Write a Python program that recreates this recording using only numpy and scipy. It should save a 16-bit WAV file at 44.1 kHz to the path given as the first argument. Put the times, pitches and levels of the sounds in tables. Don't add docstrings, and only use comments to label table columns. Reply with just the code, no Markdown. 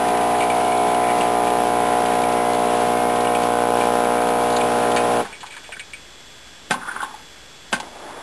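import sys
import numpy as np
from scipy import signal
from scipy.fft import rfft, irfft, next_fast_len
from scipy.io import wavfile
from scipy.ndimage import uniform_filter1d, map_coordinates

SR = 44100
rng = np.random.default_rng(int(sys.argv[2]) if len(sys.argv) > 2 else 0)


def master_out(mix):
    frames = np.transpose(np.atleast_2d(mix))
    ceiling = np.clip(frames, -1, 1)
    pcm = np.round(ceiling * 32767).astype(np.int16)
    wavfile.write(sys.argv[1], SR, pcm)


def invert_db(x):
    u = np.asarray(x, float) / 20
    return 10 ** u


N = 362502
STOP_S = 5.213


def unit(x):
    return x / np.sqrt(np.mean(x ** 2) + 1e-20)


def along(points, hz):
    f, v = np.transpose(points)
    return np.interp(np.log(hz + 1), np.log(f + 1), v)


def wobble(knots_per_s):
    knots = rng.standard_normal(int(N / SR * knots_per_s) + 4)
    return map_coordinates(knots, [np.arange(N) * knots_per_s / SR])


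def filtered(x, response):
    m = next_fast_len(len(x) + 8192)
    return irfft(rfft(x, m) * response(np.fft.rfftfreq(m, 1 / SR)), m)[:len(x)]


def hiss(spectrum):
    return unit(filtered(rng.standard_normal(N), lambda hz: invert_db(along(spectrum, hz))))


def resonance(f, centre_hz, width_hz):
    return 1j * f * width_hz / (centre_hz ** 2 - f * f + 1j * f * width_hz)


def resonances(modes, favoured_hz, breadth):
    def response(f):
        band = resonance(f, favoured_hz, favoured_hz * max(breadth, .05)) ** 2
        body = sum((-1) ** k * invert_db(db) * resonance(f, centre_hz, width_hz)
                   for k, (centre_hz, width_hz, db) in enumerate(modes))
        return band * body
    return response


def peak_one(x):
    return x / np.abs(x).max()


def struck(events, modes, rise_s):
    out = np.zeros(N + SR)
    t = np.arange(SR // 5) / SR
    for start_s, level_db, pitch_hz, length_s, breadth, crack_db in events:
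        contact = np.exp(-(t / length_s) ** 2 / 2) * (1 - np.exp(-t / rise_s))
        scrape = contact * rng.standard_normal(len(t))
        scrape[round(rise_s * SR)] += 12
        crack = filtered(scrape, lambda f: resonance(f, 2900, 3700))
        ring = filtered(scrape, resonances(modes, pitch_hz, breadth))
        sound = peak_one(ring) + invert_db(crack_db) * peak_one(crack)
        out[round(start_s * SR):][:len(t)] += invert_db(level_db) * sound
    return out[:N]


# multiple_of_mains, near_db (rms, close by), far_db (rms, farther off)
HARMONICS = [(1, -54, -52), (2, -43, -42), (3, -48, -47), (4, -35, -32), (5, -34, -33), (6, -36, -37),
             (7, -32, -33), (8, -32, -26), (9, -39, -35), (10, -32, -28), (11, -29, -31), (12, -22, -24.5),
             (13, -30, -32), (14, -29, -29), (15, -44, -44), (16, -33, -35), (17, -31, -32), (18, -41, -37),
             (19, -48, -50), (20, -41, -44), (21, -41, -39), (22, -46, -44), (23, -43, -40), (24, -50, -45),
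             (25, -48, -42), (26, -49, -43)]
# frequency_hz, relative_db (per Hz)
SHAKE_COLOUR = [(20, -32), (55, -25), (95, -22), (200, -1), (270, -11.5), (440, 1.5), (510, -9),
                (600, -6.5), (850, 2.5), (930, -5), (990, -5.5), (1060, -4.5), (1230, -12), (1500, -7.5),
                (2000, -15), (2300, -10.5), (3200, -12.5), (4200, -17), (5500, -16.5), (8000, -69)]


def pump():
    mains_hz, top_order = 59.985, 40
    upper_db, upper_spread_db = -53, 2.5
    back_from_s, back_to_s = 1.0, 3.63
    buzz_t60_s, shake_t60_s = 0.084, 0.45
    clatter_db, shake_db = -50, -28

    t = np.arange(N) / SR
    away = np.clip((t - back_from_s) / (back_to_s - back_from_s), 0, 1)
    upper = [(k, *(upper_db + upper_spread_db * rng.standard_normal(2)))
             for k in range(len(HARMONICS) + 1, top_order + 1)]
    order, near_db, far_db = np.transpose(HARMONICS + upper)

    log_gain = np.log(invert_db(np.r_[far_db[0], (near_db + far_db) / 2, far_db[-1]]))
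    lag = -np.imag(signal.hilbert(np.r_[log_gain, log_gain[-2:0:-1]]))[1:len(order) + 1]
    lag += 0.81 * rng.standard_normal(len(order))

    cycle = 2 * np.pi * mains_hz * (t - .0035)
    buzz = np.zeros(N)
    for k, near, far, phase in zip(order, near_db, far_db, lag):
        waver_db = 0.021 * (far_db.max() + 4.0 - far) * np.sqrt(k) * wobble(3.37)
        gain = np.sqrt(2) * invert_db(near + (far - near) * away + waver_db)
        buzz -= gain * np.cos(k * cycle + phase + 0.058 * k * wobble(1.545))
    buzz *= invert_db(0.21 * wobble(40))

    pattern = rng.standard_normal(round(SR / mains_hz))
    place = (cycle / (2 * np.pi) + .004 * wobble(1.5)) % 1
    clatter = pattern[(place * len(pattern)).astype(int) % len(pattern)]

    def above_stack(hz):
        return invert_db(along(SHAKE_COLOUR, hz)) * (hz > (len(order) + .5) * mains_hz) * (hz < SR / 8)
    buzz += invert_db(clatter_db) * unit(filtered(clatter, above_stack))

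    stroke = invert_db(np.cos(cycle - .8) + 0.5 * np.cos(2 * cycle) + 0.92 * wobble(14))
    shaking = invert_db(shake_db) * unit(stroke * hiss(SHAKE_COLOUR))
    since_stop = np.maximum(t - STOP_S, 0)
    return invert_db(-60 * since_stop / buzz_t60_s) * buzz + invert_db(-60 * since_stop / shake_t60_s) * shaking


# frequency_hz, relative_db (per Hz)
HUSH_COLOUR = [(20, -24), (40, -6), (60, -12), (110, -11.5), (410, -11.5), (1130, -14.5), (1630, -13),
               (2550, -14), (3350, -12.5), (3830, -14), (5500, -11.5), (8000, -97)]
# frequency_hz, level_db (rms before the waver), waver_db
ELECTRIC_WHINES = [(60, -61, 2.5), (1559, -67, 2), (1619, -63, 2), (1679, -66, 2), (3143, -65, 2),
                   (3404, -51, .5)]


def kitchen():
    t = np.arange(N) / SR
    out = invert_db(-43.5 + 0.088 * wobble(1.1)) * hiss(HUSH_COLOUR)
    for hz, level_db, waver_db in ELECTRIC_WHINES:
        gain = np.sqrt(2) * invert_db(level_db + waver_db * wobble(6.2))
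        out += gain * np.sin(2 * np.pi * (hz * t + rng.random()))
    return out


# start_s, level_db (peak of the ring), pitch_hz (favoured), length_s (of the contact),
# breadth (favoured band's width over its pitch)
CUP_CLINKS = [(.172, -20, 2500, 0.0052, .6), (.405, -16, 2300, 0.0073, 0.46),
              (0.422, -19, 2310, .011, 0.33), (0.5, -15.5, 2440, 0.0067, 0.38),
              (0.72, -18, 2360, .006, 0.54), (.946, -18.5, 2930, .005, .3), (1.088, -22, 2130, .023, 0.35),
              (1.208, -16, 2730, .004, 0.23), (1.475, -21.5, 2290, .01, 0.38),
              (1.927, -20.5, 2100, .006, .5), (2.059, -19, 3300, .005, 0.7), (2.236, -20, 2310, .005, .45),
              (2.324, -26, 4640, .005, .4), (3.207, -23, 4000, .007, .8), (3.248, -20, 2600, .005, .5),
              (3.271, -19.5, 2850, 0.0054, .25), (3.35, -15, 2600, 0.0046, .35),
              (3.433, -21, 4520, 0.006, .8), (3.809, -16.5, 2430, .007, 0.29),
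              (4.046, -22, 2580, .006, 0.58), (4.217, -23, 4500, .004, .8), (4.525, -23, 4000, 0.021, .5),
              (4.565, -15.5, 3880, 0.0086, 0.52), (4.608, -18, 2620, 0.011, 0.46),
              (4.916, -20, 3000, 0.0067, .4), (4.963, -10.5, 1990, 0.018, 0.96),
              (5.002, -23, 2580, .007, .8), (5.252, -24, 1300, 0.0092, .6), (5.32, -35, 1500, .005, .3),
              (5.326, -28, 2290, .019, .3), (5.407, -26, 2290, 0.018, 1), (5.431, -24, 1010, 0.016, 0.65),
              (5.464, -26, 2510, 0.01, 0.99), (5.506, -29, 2300, 0.03, 0.52), (5.537, -36, 1500, .007, .2),
              (5.566, -26, 1620, 0.014, 1), (5.642, -32, 2140, 0.024, .6), (5.691, -28, 520, 0.0094, 0.36),
              (5.721, -24.5, 2290, .012, .3), (5.722, -28.5, 1510, 0.01, 0.26),
              (5.766, -28, 1500, .005, 0.33), (5.795, -19.5, 2300, 0.01, 0.58),
              (5.934, -23, 2270, 0.0075, .4)]
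# centre_hz, width_hz, level_db
CROCKERY_MODES = [(657, 200, -5), (1030, 660, 0), (1500, 30, 7.5), (1806, 200, -0.5), (2225, 29, 7),
                  (2290, 100, 5.5), (2500, 31, 6.5), (2895, 240, -2), (3300, 57, 4), (3720, 1500, 0),
                  (4740, 140, 5)]


def crockery():
    count, typical_db, spread_db = 55, -26.5, 4
    chance = [(STOP_S * a, typical_db + spread_db * (2 * b - 1), 1800 * 2 ** (1.23 * c), .004, .45)
              for a, b, c in rng.random((count, 3))]
    events = [(*clink, -21 + 19 * clink[-1]) for clink in CUP_CLINKS + chance]
    return struck(events, CROCKERY_MODES, rise_s=0.00038)


# frequency_hz, t60_s
ROOM_DECAY = [(150, 0.42), (1000, 0.3), (5000, 0.04)]


def walls(x):
    hz, t, z = signal.stft(rng.standard_normal(SR // 2), SR, nperseg=256)
    fade = invert_db(-60 * t / along(ROOM_DECAY, hz)[:, None])
    tail = signal.istft(z * fade, SR, nperseg=256)[1]
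    delayed = np.pad(x, (300, 0))
    return signal.fftconvolve(delayed, tail / np.linalg.norm(tail))[:N]


# start_s, level_db (peak of the main ring), pitch_hz (favoured)
LATCH_CLUNKS = [(6.708, -5.5, 1320), (7.727, -6.5, 1500)]
# after_s, under_db (relative to the blow), pitch_ratio, length_s, breadth (width over pitch), crack_db (over the ring)
LATCH_PARTS = [(-.006, -17.5, 0.77, 0.0056, 2.4, -5), (0, 0, 1, 0.0089, 2.1, -5),
               (.006, -19, .17, .01, 1.6, -18), (0.016, -21.5, .6, 0.021, 1.2, 16.5)]
# start_s, level_db (peak of the ring), pitch_hz (favoured), length_s, crack_db (over the ring)
BREW_RATTLES = [(6.738, -16, 1080, 0.0042, -10), (6.787, -33, 1090, .006, -20),
                (6.812, -31, 1440, 0.011, -20), (6.83, -21, 1320, .006, -20),
                (6.849, -29, 1090, 0.0065, -20), (6.872, -24, 1100, .008, -20),
                (6.882, -18.5, 1400, 0.013, -15), (6.909, -26, 1560, .008, -20),
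                (6.961, -17.5, 1300, 0.0054, -20), (7.001, -17.5, 1270, .016, -20),
                (7.018, -26, 3300, 0.022, -12), (7.027, -14, 1060, 0.0084, -15),
                (7.139, -26, 890, 0.0051, -20), (7.733, -16, 860, .004, -16), (7.8, -19.5, 930, 0.0068, 11)]
# centre_hz, width_hz, level_db
HOUSING_MODES = [(75, 60, -12), (189, 77, 14.5), (356, 116, -1.5), (496, 40, -12), (860, 115, 0),
                 (1066, 40, -2), (1440, 73, -3), (1550, 40, 2.5), (1850, 180, -9.5), (2110, 100, -7.5),
                 (2680, 160, -5.5), (2890, 220, -3.5), (3550, 960, -7), (4900, 500, -2.5)]
# time_s, level_db (rms)
GRIND_LEVELS = [
    [(6.76, -40), (7.02, -36.5), (7.2, -51), (7.25, -66)],
    [(7.83, -37), (7.92, -43.5), (8.03, -38), (8.12, -36), (8.22, -36.5)],
]
# pitch_hz (favoured), breadth (width over pitch), lumps_db
GRIND_TONE = [(1060, 0.95, 3.5), (696, 1.3, 2)]


def mechanism():
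    clunks = [(start_s + after_s, level_db + under_db, hz * ratio, *contact)
              for start_s, level_db, hz in LATCH_CLUNKS
              for after_s, under_db, ratio, *contact in LATCH_PARTS]
    rattles = [(*rattle, 0.37, crack_db) for *rattle, crack_db in BREW_RATTLES]
    out = struck(clunks + rattles, HOUSING_MODES, rise_s=0.0011)
    for rows, (hz, breadth, lumps_db) in zip(GRIND_LEVELS, GRIND_TONE):
        spell = [(rows[0][0] - .03, -90), *rows, (rows[-1][0] + .05, -90)]
        level_db = np.interp(np.arange(N) / SR, *np.transpose(spell))
        teeth = invert_db(lumps_db * wobble(60)) * rng.standard_normal(N)
        ringing = unit(filtered(teeth, resonances(HOUSING_MODES, hz, breadth)))
        rumble = unit(filtered(teeth, lambda f: resonance(f, hz, hz * breadth) ** 2))
        counter = unit(filtered(teeth, lambda f: resonance(f, 390, 390) ** 2))
        out += invert_db(level_db) * unit(0.2 * ringing + rumble + invert_db(-7.5) * counter)
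    return out


def scene():
    hits = crockery() + mechanism()
    echo = invert_db(-14) * walls(hits)
    return (pump() + hits + echo + kitchen())[None]


def band_limit(x):
    return signal.sosfilt(signal.butter(12, 21400, fs=SR, output="sos"), x)


# frequency_hz, gain_db
MIRROR_GAIN = [(8000, 0), (10500, 1), (11000, 16.5), (11200, -30), (11300, -90)]
# frequency_hz, relative_db (per Hz)
TOP_HISS_COLOUR = [(11100, -88), (11200, 4), (11950, -5), (12050, -6.5), (14500, -18.5), (14700, -18),
                   (15650, -20), (15750, -90)]


def record(dry):
    hold = 4
    hiss_db, floor_db = -32, -36.5
    x = filtered(dry[0], lambda hz: 1 / (1 + (hz / 6000) ** 6))
    held = np.repeat(x[::hold], hold)[:N]
    mirrored = filtered(held, lambda hz: invert_db(along(MIRROR_GAIN, hz)))
    loudness = np.sqrt(np.abs(uniform_filter1d(x ** 2, SR // 30)) + invert_db(2 * floor_db))
    top = invert_db(hiss_db + wobble(5)) * loudness * hiss(TOP_HISS_COLOUR)
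    mix = mirrored + top - .003
    return band_limit(mix[None])


dry = scene()
out = record(dry)
master_out(out)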